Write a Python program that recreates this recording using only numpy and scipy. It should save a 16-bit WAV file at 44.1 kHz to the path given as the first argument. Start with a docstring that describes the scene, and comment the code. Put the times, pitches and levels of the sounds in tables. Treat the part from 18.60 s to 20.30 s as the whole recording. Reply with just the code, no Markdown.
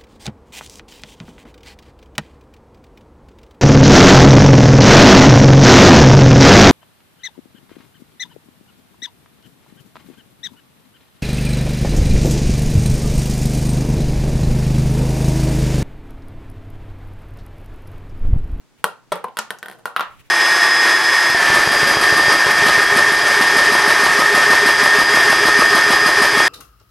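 """A small hard ball bounces off a table into a plastic tray of balls, knocks the one at the rim and
drops out. It flicks a plastic stick, patters across the table and bumps an edge three times.
Each blow rings the object's damped modes with a short noise crack, and the ball's shell ticks.
A camera above the table hears it in a small, quiet room with mains hum and faint rustles."""
import sys
import numpy as np
from scipy import signal
from scipy.fft import rfft, irfft, next_fast_len
from scipy.io import wavfile

SR = 44100
rng = np.random.default_rng(int(sys.argv[2]) if len(sys.argv) > 2 else 0)


def output_pcm(signal):
    """Save a mono or channel-first signal as 16-bit PCM at the path in sys.argv[1].

    Samples are clipped to [-1, 1] before scaling.
    """
    pcm = np.clip(np.atleast_2d(signal).T, -1, 1) * 32767
    wavfile.write(sys.argv[1], SR, np.round(pcm).astype(np.int16))


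N = 74970


def amp(db):
    """Decibels to gain."""
    return 10 ** (np.asarray(db) / 20)


def along(hz, points):
    """Interpolate (frequency [Hz], value) points on a log-frequency axis."""
    f, value = np.array(points, float).T
    return np.interp(np.log(np.maximum(hz, 1)), np.log(f), value)


def colour(x, points):
    """Minimum-phase filter from (frequency [Hz], gain [dB]) points."""
    n = 2 * next_fast_len(x.shape[-1])
    gain = amp(along(np.fft.rfftfreq(n, 1 / SR), points))
    cepstrum = irfft(np.log(gain))
    cepstrum[1:n // 2] *= 2
    cepstrum[n // 2 + 1:] = 0
    return irfft(rfft(x, n) * np.exp(rfft(cepstrum)))[..., :x.shape[-1]]


def fade(t, t60_s):
    """Exponential decay."""
    return np.exp(-np.log(1000) * t / t60_s)


def pan(db):
    """Stereo gains for a left-minus-right level."""
    return amp(np.array([[db], [-db]]) / 2)


def add(out, at_s, x):
    """Mix x into out at at_s."""
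    i = int(round(at_s * SR))
    out[..., i:i + x.shape[-1]] += x[..., :out.shape[-1] - i]


def burst(t, t60_s, spectrum):
    """Dense modes: decaying noise of unit energy, then coloured."""
    x = rng.standard_normal(len(t)) * fade(t, t60_s)
    return colour(x / np.linalg.norm(x), spectrum)


# stereo width (frequency [Hz], side minus mid [dB])
DIFFUSE_WIDTH = [(60, 2), (200, 5), (700, -10.5), (1300, -8.5), (2400, -3), (4400, -1.5), (14000, 2.5)]

def diffuse(n):
    """Stereo noise arriving from all round the room."""
    mid, side = rfft(rng.standard_normal((2, n)))
    ratio = amp(along(np.fft.rfftfreq(n, 1 / SR), DIFFUSE_WIDTH))
    left_right = np.array([mid + ratio * side, mid - ratio * side])
    return irfft(left_right / np.hypot(1, ratio), n)


# room tone (frequency [Hz], gain [dB])
AIR_SPECTRUM = [(15, -64), (25, -5), (84, -30.5), (123, -2.5), (149, -5), (229, -7.5), (427, -15.5),
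                (476, -15), (962, -20), (6920, -29.5), (16000, -39)]

def room_tone(air_rms_db=-56.5, hum_hz=120, hum_rms_db=-73):
    """Steady diffuse noise and mains hum."""
    t = np.arange(N) / SR
    air = colour(diffuse(N), AIR_SPECTRUM)
    hum = np.sqrt(2) * np.sin(2 * np.pi * hum_hz * t)
    return amp(air_rms_db) * air / air.std() + amp(hum_rms_db) * hum


# swells (time [s], half length [s], level [dB])
RUSTLE_SWELLS = [(.195, 0.022, -55), (1.533, 0.073, -52.5), (1.604, 0.015, -47.5), (1.665, .025, -54.5)]
# rustle (frequency [Hz], gain [dB])
RUSTLE_SPECTRUM = [(100, 11), (250, -8), (700, -18), (2500, 0.5), (5000, -17.5), (11000, -15), (16000, -18)]

def rustles():
    """Someone moves: faint Gaussian swells of noise."""
    t = np.arange(N) / SR
    noise = colour(diffuse(N), RUSTLE_SPECTRUM)
    envelope = sum(amp(db) * np.exp(-((t - at_s) / half_s) ** 2) for at_s, half_s, db in RUSTLE_SWELLS)
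    return envelope * noise / noise.std()


# ball's ring (frequency [Hz], level [dB], t60 [s])
BALL_MODES = [(9540, -28, .04), (10880, -33, .03)]
# shell's contact tick (frequency [Hz], gain [dB])
TICK_SPECTRUM = [(300, -19.5), (2500, -2), (4400, -11), (5400, -11), (7800, -18.5), (9300, 9), (10200, -7),
                 (11500, -4), (13000, 9), (15500, -11), (17000, -22.5)]
RING_S, TICK_T60_S = .2, .0081
BASS_HZ, BODY_HZ, BITE_HZ, TREBLE_HZ = 450, 1370, 3170, 6700
# the walls hear all sides of an object: less of its modes, more of its crack
ROOM_MODES_DB, ROOM_CRACK_DB = -6, 3.5

def strike(hits, modes, crack, crack_db, crack_t60_s):
    """Each blow rings and cracks the object, rings and ticks the ball, and excites the room."""
    t = np.arange(int(RING_S * SR)) / SR
    body, ball = ring(modes, t), ring(BALL_MODES, t)
    impulse = signal.unit_impulse(len(t))
    body_to_walls = amp(ROOM_MODES_DB) * body + amp(crack_db + ROOM_CRACK_DB) * colour(impulse, crack)
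    ball_to_walls = amp(ROOM_MODES_DB) * ball + colour(impulse, TICK_SPECTRUM)
    out = np.zeros((2, N))
    for at_s, db, bass_db, bite_db, treble_db, tick_db, pan_db, room_db in hits:
        knock = np.array([body + amp(crack_db) * burst(t, crack_t60_s, crack), body_to_walls])
        tick = np.array([ball + burst(t, TICK_T60_S, TICK_SPECTRUM), ball_to_walls])
        contact = [(BASS_HZ, bass_db), (BODY_HZ, 0), (BITE_HZ, bite_db), (TREBLE_HZ, treble_db)]
        direct, to_walls = amp(db) * (colour(knock, contact) + amp(tick_db) * tick)
        add(out, at_s, pan(pan_db) * direct)
        add(out, at_s, amp(room_db) * signal.fftconvolve(to_walls[None], room_response(), axes=1))
    return out


def ring(modes, t):
    """Damped modes excited together."""
    return sum(amp(db) * np.sin(2 * np.pi * hz * t) * fade(t, t60_s) for hz, db, t60_s in modes)


# diffuse tail (frequency [Hz], level [dB], t60 [s])
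TAIL_BANDS = [(102, 0, 0.62), (184, 4, 0.21), (280, 4, 0.17), (530, 3.5, 0.28), (1010, -0.5, 0.3),
              (1670, -2.5, 0.29), (3440, -4, 0.25), (6500, -6, 0.22), (14300, -10, 0.13)]
# near reflections (delay [s], level [dB], pan [dB])
ECHOES = [(.0068, -9.5, 3), (.0112, -19.5, -7.5), (.0195, -22, -10.5)]
# reflection filter (frequency [Hz], gain [dB])
ECHO_SPECTRUM = [(1500, -5.5), (5000, 1), (12000, -16)]

def room_response(tail_s=.4, build_s=.0023):
    """Near reflections and a diffuse tail, new for each spot, that dies sooner in the treble."""
    n = int(tail_s * SR)
    t, hz = np.arange(n) / SR, np.fft.rfftfreq(n, 1 / SR)
    noise = rfft(diffuse(n))
    build = 1 - np.exp(-(t / build_s) ** 2)
    response = np.zeros((2, n))
    for centre_hz, db, t60_s in TAIL_BANDS:
        band = along(hz, [(f, f == centre_hz) for f, _, _ in TAIL_BANDS])  # triangular weight
        envelope = fade(t, t60_s) * build
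        response += amp(db) * irfft(noise * band, n) * envelope / np.linalg.norm(envelope)
    echo = colour(signal.unit_impulse(128), ECHO_SPECTRUM)
    for delay_s, db, pan_db in ECHOES:
        add(response, delay_s, amp(db) * pan(pan_db) * echo)
    return response


# bounces (time [s], level [dB], bass [dB], bite [dB], treble [dB], tick [dB], pan [dB], room [dB])
TABLE_HITS = [(.2421, 2, -1.5, 1, -2.5, -7.5, 1.5, -4), (.7702, -11.5, -6, 4.5, -4, -2, 0, 3.5),
              (1.2562, -7, -6, -3, -8, -5, 1.8, 1.5)]
# table top (frequency [Hz], level [dB], t60 [s])
TABLE_MODES = [(205, -28, .08), (502, -17.5, 0.042), (596, -18.5, 0.042), (995, -10.5, 0.017),
               (1130, -23, 0.081), (1396, -8.5, 0.031), (1493, -12, 0.023), (1867, -19, 0.03),
               (2800, -18, .013), (3253, -21.5, 0.02), (4320, -18.5, 0.0065)]
# table's crack (frequency [Hz], gain [dB])
TABLE_CRACK = [(200, 1.5), (1000, 14), (2000, 2.5), (4000, 3), (6500, -1), (10000, 8), (13500, 3),
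               (16000, -14)]

def table_bounces():
    """Single bounces ring the table top."""
    return strike(TABLE_HITS, TABLE_MODES, TABLE_CRACK, crack_db=3, crack_t60_s=.011)


# landing (time [s], level [dB], bass [dB], bite [dB], treble [dB], tick [dB], pan [dB], room [dB])
TRAY_HITS = [(.5198, -1, 0.47, -1.5, -4, -16, 1.4, -3), (.5229, -6, 2.1, -3, 5.5, -21, 1.6, 1.5),
             (.5278, -7, 1.4, -20, 2.5, -10, 0.46, -5.5), (.5570, -19, 4.3, -4, 0, 1, 0.44, 6)]
# tray (frequency [Hz], level [dB], t60 [s])
TRAY_MODES = [(182, -23, 0.089), (454, -44, 0.053), (598, -9, 0.026), (940, -12.5, 0.026),
              (1350, -12, 0.024), (1840, -27, 0.09), (2220, -43, 0.036), (3360, -19.5, 0.019),
              (8480, -27, 0.017), (8900, -24.5, 0.0084)]
# tray's crack (frequency [Hz], gain [dB])
TRAY_CRACK = [(70, -8), (200, -6), (1000, 12.5), (2000, 6.5), (4000, 0), (6500, -12), (10000, -9.5),
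              (13500, -21), (16000, -21)]

def tray_landing():
    """The ball clatters into the plastic tray of balls."""
    return strike(TRAY_HITS, TRAY_MODES, TRAY_CRACK, crack_db=3.5, crack_t60_s=.032)


# knocks (time [s], level [dB], bass [dB], bite [dB], treble [dB], tick [dB], pan [dB], room [dB])
RIM_BALL_HITS = [(.6416, -10.5, 5.1, -1, 3, -4, 1.2, -4.3), (.6440, -0.5, 0, -11, -14, -40, 1.5, -3.1),
                 (.6838, -24, 11.5, 11.5, -11, -11, 0.23, -3.2)]
# ball at the rim (frequency [Hz], level [dB], t60 [s])
RIM_BALL_MODES = [(238, -26.5, 0.039), (495, -23, 0.054), (595.5, -35, 0.14), (1029, -8, 0.022),
                  (1120, -56, 0.24), (1430, -39, 0.071)]

def rim_ball_knocks():
    """The ball knocks the one at the rim, with a weaker crack from the tray."""
    return strike(RIM_BALL_HITS, RIM_BALL_MODES, TRAY_CRACK, crack_db=-3, crack_t60_s=.034)


# flicks (time [s], level [dB], bass [dB], bite [dB], treble [dB], tick [dB], pan [dB], room [dB])
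STICK_HITS = [(.7880, -1, -0.5, -4.8, 1, -51, -.3, -2), (.9863, -31, -41, -2.7, 9.5, -35, 0, -2.5)]
# stick (frequency [Hz], level [dB], t60 [s])
STICK_MODES = [(221.4, -28, 0.14), (612, -25.5, 0.04), (948, -21, 0.047), (1422, -11, 0.03),
               (1790, -23, 0.049), (2945, -21.5, 0.038), (10920, -21, 0.011)]
# stick's crack (frequency [Hz], gain [dB])
STICK_CRACK = [(200, -9.5), (1000, 11.5), (2000, 10.5), (4000, 9.5), (7000, 6), (10000, 0.5), (13500, -1.5),
               (16000, -31)]

def stick_flick():
    """The flicked plastic stick clacks, then clicks faintly."""
    return strike(STICK_HITS, STICK_MODES, STICK_CRACK, crack_db=.5, crack_t60_s=.026)


# hops (time [s], level [dB], bass [dB], bite [dB], treble [dB], tick [dB], pan [dB], room [dB])
PATTER_HITS = [(.9055, -8.5, 2, 6, -2.5, -2, 0, -2), (1.0288, -14, -1.5, 3, -6.5, -10, 0.36, 0.5),
               (1.0594, -17, -1, 1.5, -8.5, -7, 0, -2), (1.0839, -18, 0.5, 2, -5.5, -4.5, 0.027, 0.5),
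               (1.0991, -25.5, 9, 3, -1, -3, 0, -2.5), (1.1137, -28.5, 7, 9, 1, -3, 0, -2),
               (1.1249, -31, -11, 5, -1.5, 1, 0, 1.5), (1.1318, -38, 13, 13, 2, 4, 0, 3),
               (1.1485, -40, 13.5, -3, -4, 2, 0, 6), (1.1870, -42.5, 9.5, 3, -2, 4, 0, 11)]
# far part of the table (frequency [Hz], level [dB], t60 [s])
FAR_TABLE_MODES = [(203, -31.5, 0.075), (490, -22, 0.036), (790, -14, 0.012), (1230, -40, 0.023),
                   (1533, -8, 0.026), (1797, -12, 0.027), (1910, -28, 0.037), (3180, -21.5, 0.014)]

def patter():
    """Quick, fading hops across the table."""
    return strike(PATTER_HITS, FAR_TABLE_MODES, TABLE_CRACK, crack_db=1, crack_t60_s=.012)


# bumps (time [s], level [dB], bass [dB], bite [dB], treble [dB], tick [dB], pan [dB], room [dB])
EDGE_HITS = [(1.3633, -2.2, -1.8, 4.5, -5, -3.5, 0.28, 1), (1.3951, -3.6, 0.2, -3, -8, -11.5, 0.81, 1.5),
             (1.4081, -2.2, 0, 1.5, -2.5, -13.5, 1.6, 0)]
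# edge (frequency [Hz], level [dB], t60 [s])
EDGE_MODES = [(850, -29, .02), (1170, -15, .028), (1350, -6, .022), (1900, -20, .02), (2800, -24, .012),
              (3800, -24, .011)]
# edge's crack (frequency [Hz], gain [dB])
EDGE_CRACK = [(200, -10), (650, 0), (1200, 16.5), (1550, 13), (2100, 5), (3200, 3.5), (5000, -5),
              (7000, -8.5), (10000, -10.5), (13500, -8), (16000, -21)]

def edge_bumps():
    """Three quick, well-damped bumps against an edge."""
    return strike(EDGE_HITS, EDGE_MODES, EDGE_CRACK, crack_db=3, crack_t60_s=.01)


# what the table top radiates and the walls return (frequency [Hz], gain [dB])
RADIATION = [(45, -28), (110, -20), (195, -4), (280, -13), (380, -4), (1000, 0)]

def scene():
    """All blows, thinned in the bass, over the quiet room."""
    blows = table_bounces() + tray_landing() + rim_ball_knocks() + stick_flick() + patter() + edge_bumps()
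    return colour(blows, RADIATION) + room_tone() + rustles()


def record(dry, clip_level=1.31, top_hz=15900):
    """The camera clips, then low-passes."""
    lowpass = signal.ellip(8, .2, 80, top_hz, fs=SR, output="sos")
    return signal.sosfilt(lowpass, np.clip(dry, -clip_level, clip_level))


dry = scene()
out = record(dry)
output_pcm(out)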